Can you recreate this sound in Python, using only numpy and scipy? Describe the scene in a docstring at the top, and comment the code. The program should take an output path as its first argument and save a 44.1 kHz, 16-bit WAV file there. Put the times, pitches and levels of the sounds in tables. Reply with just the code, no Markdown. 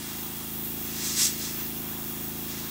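"""An airbrush sprays a small ribbed part on a work bench, heard close by in mono.
Its free jet is coloured noise that hisses up to the very top.
Where the jet sweeps over edges of the part, a second noise swells into a broad rush.
Bench and part colour this air noise and add short echoes.
Behind it a piston compressor hums under the bench: a sum of tones on multiples of its shaft rate."""
import sys
import numpy as np
from scipy import signal
from scipy.fft import rfft, irfft
from scipy.io import wavfile
from scipy.ndimage import uniform_filter1d

SR = 44100
rng = np.random.default_rng(int(sys.argv[2]) if len(sys.argv) > 2 else 0)


def to_wav(sig):
    """Store sig (one row per channel, or 1-D mono) as 16-bit WAV at the path in sys.argv[1].

    Samples outside -1..1 are clipped; the rate is SR.
    """
    pcm = np.clip(np.atleast_2d(sig), -1, 1) * 32767
    pcm = np.round(pcm).astype(np.int16)
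    wavfile.write(sys.argv[1], SR, pcm.T)  # frames by channels


N = 119070


def undb(db):
    """Turn decibels into a plain multiplier."""
    return 10 ** (np.asarray(db) / 20)


def curve(table, col=1):
    """Draw straight lines between the points of a table column, one value per sample."""
    table = np.array(table, float)
    return np.interp(np.arange(N) / SR, table[:, 0], table[:, col])


def walk(rate_hz):
    """Wander smoothly and at random around 0, with a spread near 1."""
    hold = int(SR / rate_hz)
    steps = np.repeat(rng.standard_normal(N // hold + 1), hold)
    smooth = uniform_filter1d(uniform_filter1d(steps, hold), hold)
    return 1.29 * smooth[:N]  # smoothing shrinks the spread


def bands(shape, per_octave=3):
    """Colour noise by a (frequency, level) table, then yield its overlapping bands as (centre, signal)."""
    hz = np.fft.rfftfreq(N, 1 / SR) + 1  # +1 keeps the logarithm finite
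    shape = np.array(shape, float)
    colour_db = np.interp(np.log(hz), np.log(shape[:, 0]), shape[:, 1])
    spectrum = rfft(rng.standard_normal(N)) * undb(colour_db)
    spectrum = spectrum / np.std(irfft(spectrum, N))  # whole noise at rms 1
    place = per_octave * np.log2(hz)
    lowest = int(per_octave * np.log2(shape[0, 0])) - per_octave
    for k in range(lowest, 14 * per_octave + 1):
        triangle = np.clip(1 - abs(place - k), 0, 1)
        yield 2 ** (k / per_octave), irfft(spectrum * triangle, N)


FLICKER_DB = 0.5  # spread of the fast flicker of each band, in hiss and rush

# colour of the steady hiss of jet and motor: (frequency [Hz], relative level per Hz [dB])
HISS_COLOUR = [(30, -34), (100, -10), (300, -11), (550, -16), (750, -8.5), (1300, -9), (1800, -10.5),
               (2270, -12.5), (2800, -10.5), (3280, -8), (3600, -10), (4600, -16), (7000, -13), (10300, -9),
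               (11400, -9.5), (12300, -10.5), (13300, -12), (14200, -3), (15600, -1.5)]
# level of the top of the hiss, bands centred from 13 kHz: (time [s], level [dB])
HISS_TOP = [(0, -3), (.09, 2), (.16, 3.5), (.5, 4.5), (.6, 5.5), (.9, 4), (1.15, 3.5), (1.36, 5.5),
            (1.46, 3), (1.55, 5.5), (1.86, 5), (2.44, 3.5), (2.7, 1)]
# level of the low-middle hiss, round 1.1 kHz: (time [s], level [dB])
HISS_LOW_MIDDLE = [(0, 0), (.39, 3), (.55, -0.5), (.9, -2.5), (1.3, -6), (1.6, -3), (1.92, 2.5), (2.3, 0.5),
                   (2.5, -1), (2.67, 2)]
HISS_DB, SWELL_DB, TOP_FLICKER_DB = -33.5, 1, 1.0  # overall level; spread of slow swell and top flicker


def hiss():
    """Steady turbulence: each band swells and flickers alone; top and low middle follow their levels."""
    top_db = curve(HISS_TOP) + TOP_FLICKER_DB * walk(29.8)
    low_db = curve(HISS_LOW_MIDDLE)
    out = 0
    for hz, band in bands(HISS_COLOUR):
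        level_db = SWELL_DB * walk(2.34) + FLICKER_DB * walk(25.1)
        if hz > 12500:
            level_db = level_db + top_db
        if 700 < hz < 1700:
            level_db = level_db + low_db
        out = out + band * undb(level_db)
    return out * undb(HISS_DB)


# colour of the air breaking on the part: (frequency [Hz], relative level per Hz [dB])
RUSH_COLOUR = [(500, -38), (1090, -13.5), (1500, -13), (1900, -10.5), (2800, -9.5), (3500, -7),
               (4800, -4.5), (5400, -2), (6420, -2), (8000, -2.5), (9000, -8.5), (10500, -15),
               (11350, -7.5), (11800, -12.5), (13200, -20), (15700, -16)]
# how hard the jet hits the part: (time [s], level [dB], tilt round 5 kHz [dB per octave])
JET_IMPACT = [(0, -43, -1.5), (.1, -41.5, -6), (.19, -44.5, -2.5), (.5, -46.5, -2), (.75, -46.5, -2),
              (.92, -40, -4), (1, -34.5, -2), (1.08, -30, 0.5), (1.15, -33, -0.5), (1.175, -26.5, 1),
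              (1.2, -22, 0.5), (1.23, -21.5, 1.5), (1.255, -22, 2.5), (1.29, -30, 0.5), (1.32, -36, -2.5),
              (1.36, -39, -2), (1.45, -33, -1.5), (1.52, -40, -2.5), (1.62, -41.5, -5), (1.75, -47, 0),
              (2.2, -48, 4.5), (2.44, -45, -4), (2.52, -39.5, -4.5), (2.6, -41.5, -3), (2.7, -43, -3.5)]
SPUTTER_DB = 0.6  # spread of the fast level changes shared by all bands


def rush():
    """The jet breaks on ribs and edges: a broad sputtering rush, fuller or thinner with the angle."""
    tilt_db = curve(JET_IMPACT, col=2)
    sputter_db = SPUTTER_DB * walk(39.98)
    out = 0
    for hz, band in bands(RUSH_COLOUR):
        level_db = tilt_db * np.log2(hz / 5000) + FLICKER_DB * walk(29.87)
        out = out + band * undb(level_db)
    return out * undb(curve(JET_IMPACT) + sputter_db)


# dips and narrow peaks from bench, part and microphone:
# (frequency [Hz], distance to 1/e of the dB change [Hz], change [dB])
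DIPS_AND_PEAKS = [(1427, 26, -5), (2150, 42, -0.5), (2513, 46, -4.5), (2770, 90, 1.5), (3073, 75, -9.5),
                  (3286, 80, 3.5), (3940, 26, -1.5), (4420, 41, -6), (7110, 120, -5), (9350, 110, -2.5),
                  (11430, 91, 3), (12640, 300, -4)]
# inverted echoes off things on the bench: (delay [ms], level [dB])
BENCH_ECHOES = [(2.7, -24.5), (3.14, -24), (4.35, -18.5)]


def bench(air):
    """Nearby surfaces weaken or lift narrow bands of the air noise and return short echoes."""
    hz = np.fft.rfftfreq(N, 1 / SR)
    change_db = sum(db * np.exp(-((hz - centre) / width) ** 2) for centre, width, db in DIPS_AND_PEAKS)
    coloured = irfft(rfft(air) * undb(change_db), N)
    echoes = sum(undb(db) * np.roll(coloured, round(ms * SR / 1000)) for ms, db in BENCH_ECHOES)
    return coloured - echoes


# tones of the compressor: (multiple of the shaft rate, relative level [dB])
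SHAFT_TONES = [(1, -36), (2, -11), (3, -4), (4, -23.5), (5, -5), (6, -1.5), (7, -12.5), (8, 1), (9, -6.5),
               (10, -1), (11, -14), (12, -6), (13, -2.5), (14, -16), (15, -16.5), (16, -12), (17, -46),
               (18, -22.5), (19, -19), (20, -28.5), (21, -59), (22, -21), (23, -23.5), (24, -20), (25, -28),
               (26, -28.5), (27, -14), (28, -37.5), (29, -24), (30, -40.5), (31, -28), (32, -22), (33, -18)]
# the hum shifts level and phase at two joins; each row holds from its time on:
# (time [s], level [dB], phase [rad])
HUM_SHIFTS = [(0, -2, 1.1), (.525, 0, 0), (2.665, -2.5, 0.98)]
# the case turns the phase of tones between two resonances: (low [Hz], high [Hz], turn [rad])
CASE_PHASE = (150, 232, 2.0)
SHAFT_HZ, SHAFT_DRIFT_TURNS = 27.256, 0.00033  # shaft rate; spread of its drift
KNOCK_S, KNOCK_RAD = 0.0076, 1.1  # place of the piston knock in the turn, and its shape
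# peak of a 0 dB tone in the middle stretch, between the two shifts; spread of each tone's waver
HUM_DB, WAVER_DB = -43, 0.5
SHIFT_S = 0.028  # length of the glide at each shift
LOW_LAG_RAD = 10.0  # low tones trail the knock by this over the multiple squared
LOOSE_ABOVE_HZ = 450  # higher tones are not tied to the knock


def compressor():
    """Each shaft turn brings one knock, which repeats into steady tones that waver a little."""
    t = np.arange(N) / SR
    steps = np.array(HUM_SHIFTS, float)
    row = np.searchsorted(steps[:, 0], t, side="right") - 1
    glide = int(SHIFT_S * SR)
    shift_db = uniform_filter1d(steps[row, 1], glide)
    shift_rad = uniform_filter1d(steps[row, 2], glide)
    shaft_rad = 2 * np.pi * (SHAFT_HZ * (t - KNOCK_S) + SHAFT_DRIFT_TURNS * walk(1.9))
    case_low, case_high, case_rad = CASE_PHASE
    out = 0
    for k, tone_db in SHAFT_TONES:
        hz = k * SHAFT_HZ
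        tone_rad = KNOCK_RAD - LOW_LAG_RAD / k ** 2
        if case_low < hz < case_high:
            tone_rad += case_rad
        if hz > LOOSE_ABOVE_HZ:
            tone_rad += 2 * np.pi * rng.random()
        level = undb(tone_db + WAVER_DB * walk(12))
        out = out + level * np.cos(k * shaft_rad + tone_rad + shift_rad)
    return out * undb(HUM_DB + shift_db)


def scene():
    """Add the air noise off the bench and the hum, the same in both channels."""
    air = bench(hiss() + rush())
    return np.tile(air + compressor(), (2, 1))


TOP_HZ = 15740  # upper edge of the sound


def record(dry):
    """A steep low-pass filter cuts off the top."""
    # order 14, 0.3 dB ripple below the edge, 80 dB cut in the stopband
    low_pass = signal.ellip(14, 0.3, 80, TOP_HZ, fs=SR, output="sos")
    return signal.sosfilt(low_pass, dry)


dry = scene()
out = record(dry)
to_wav(out)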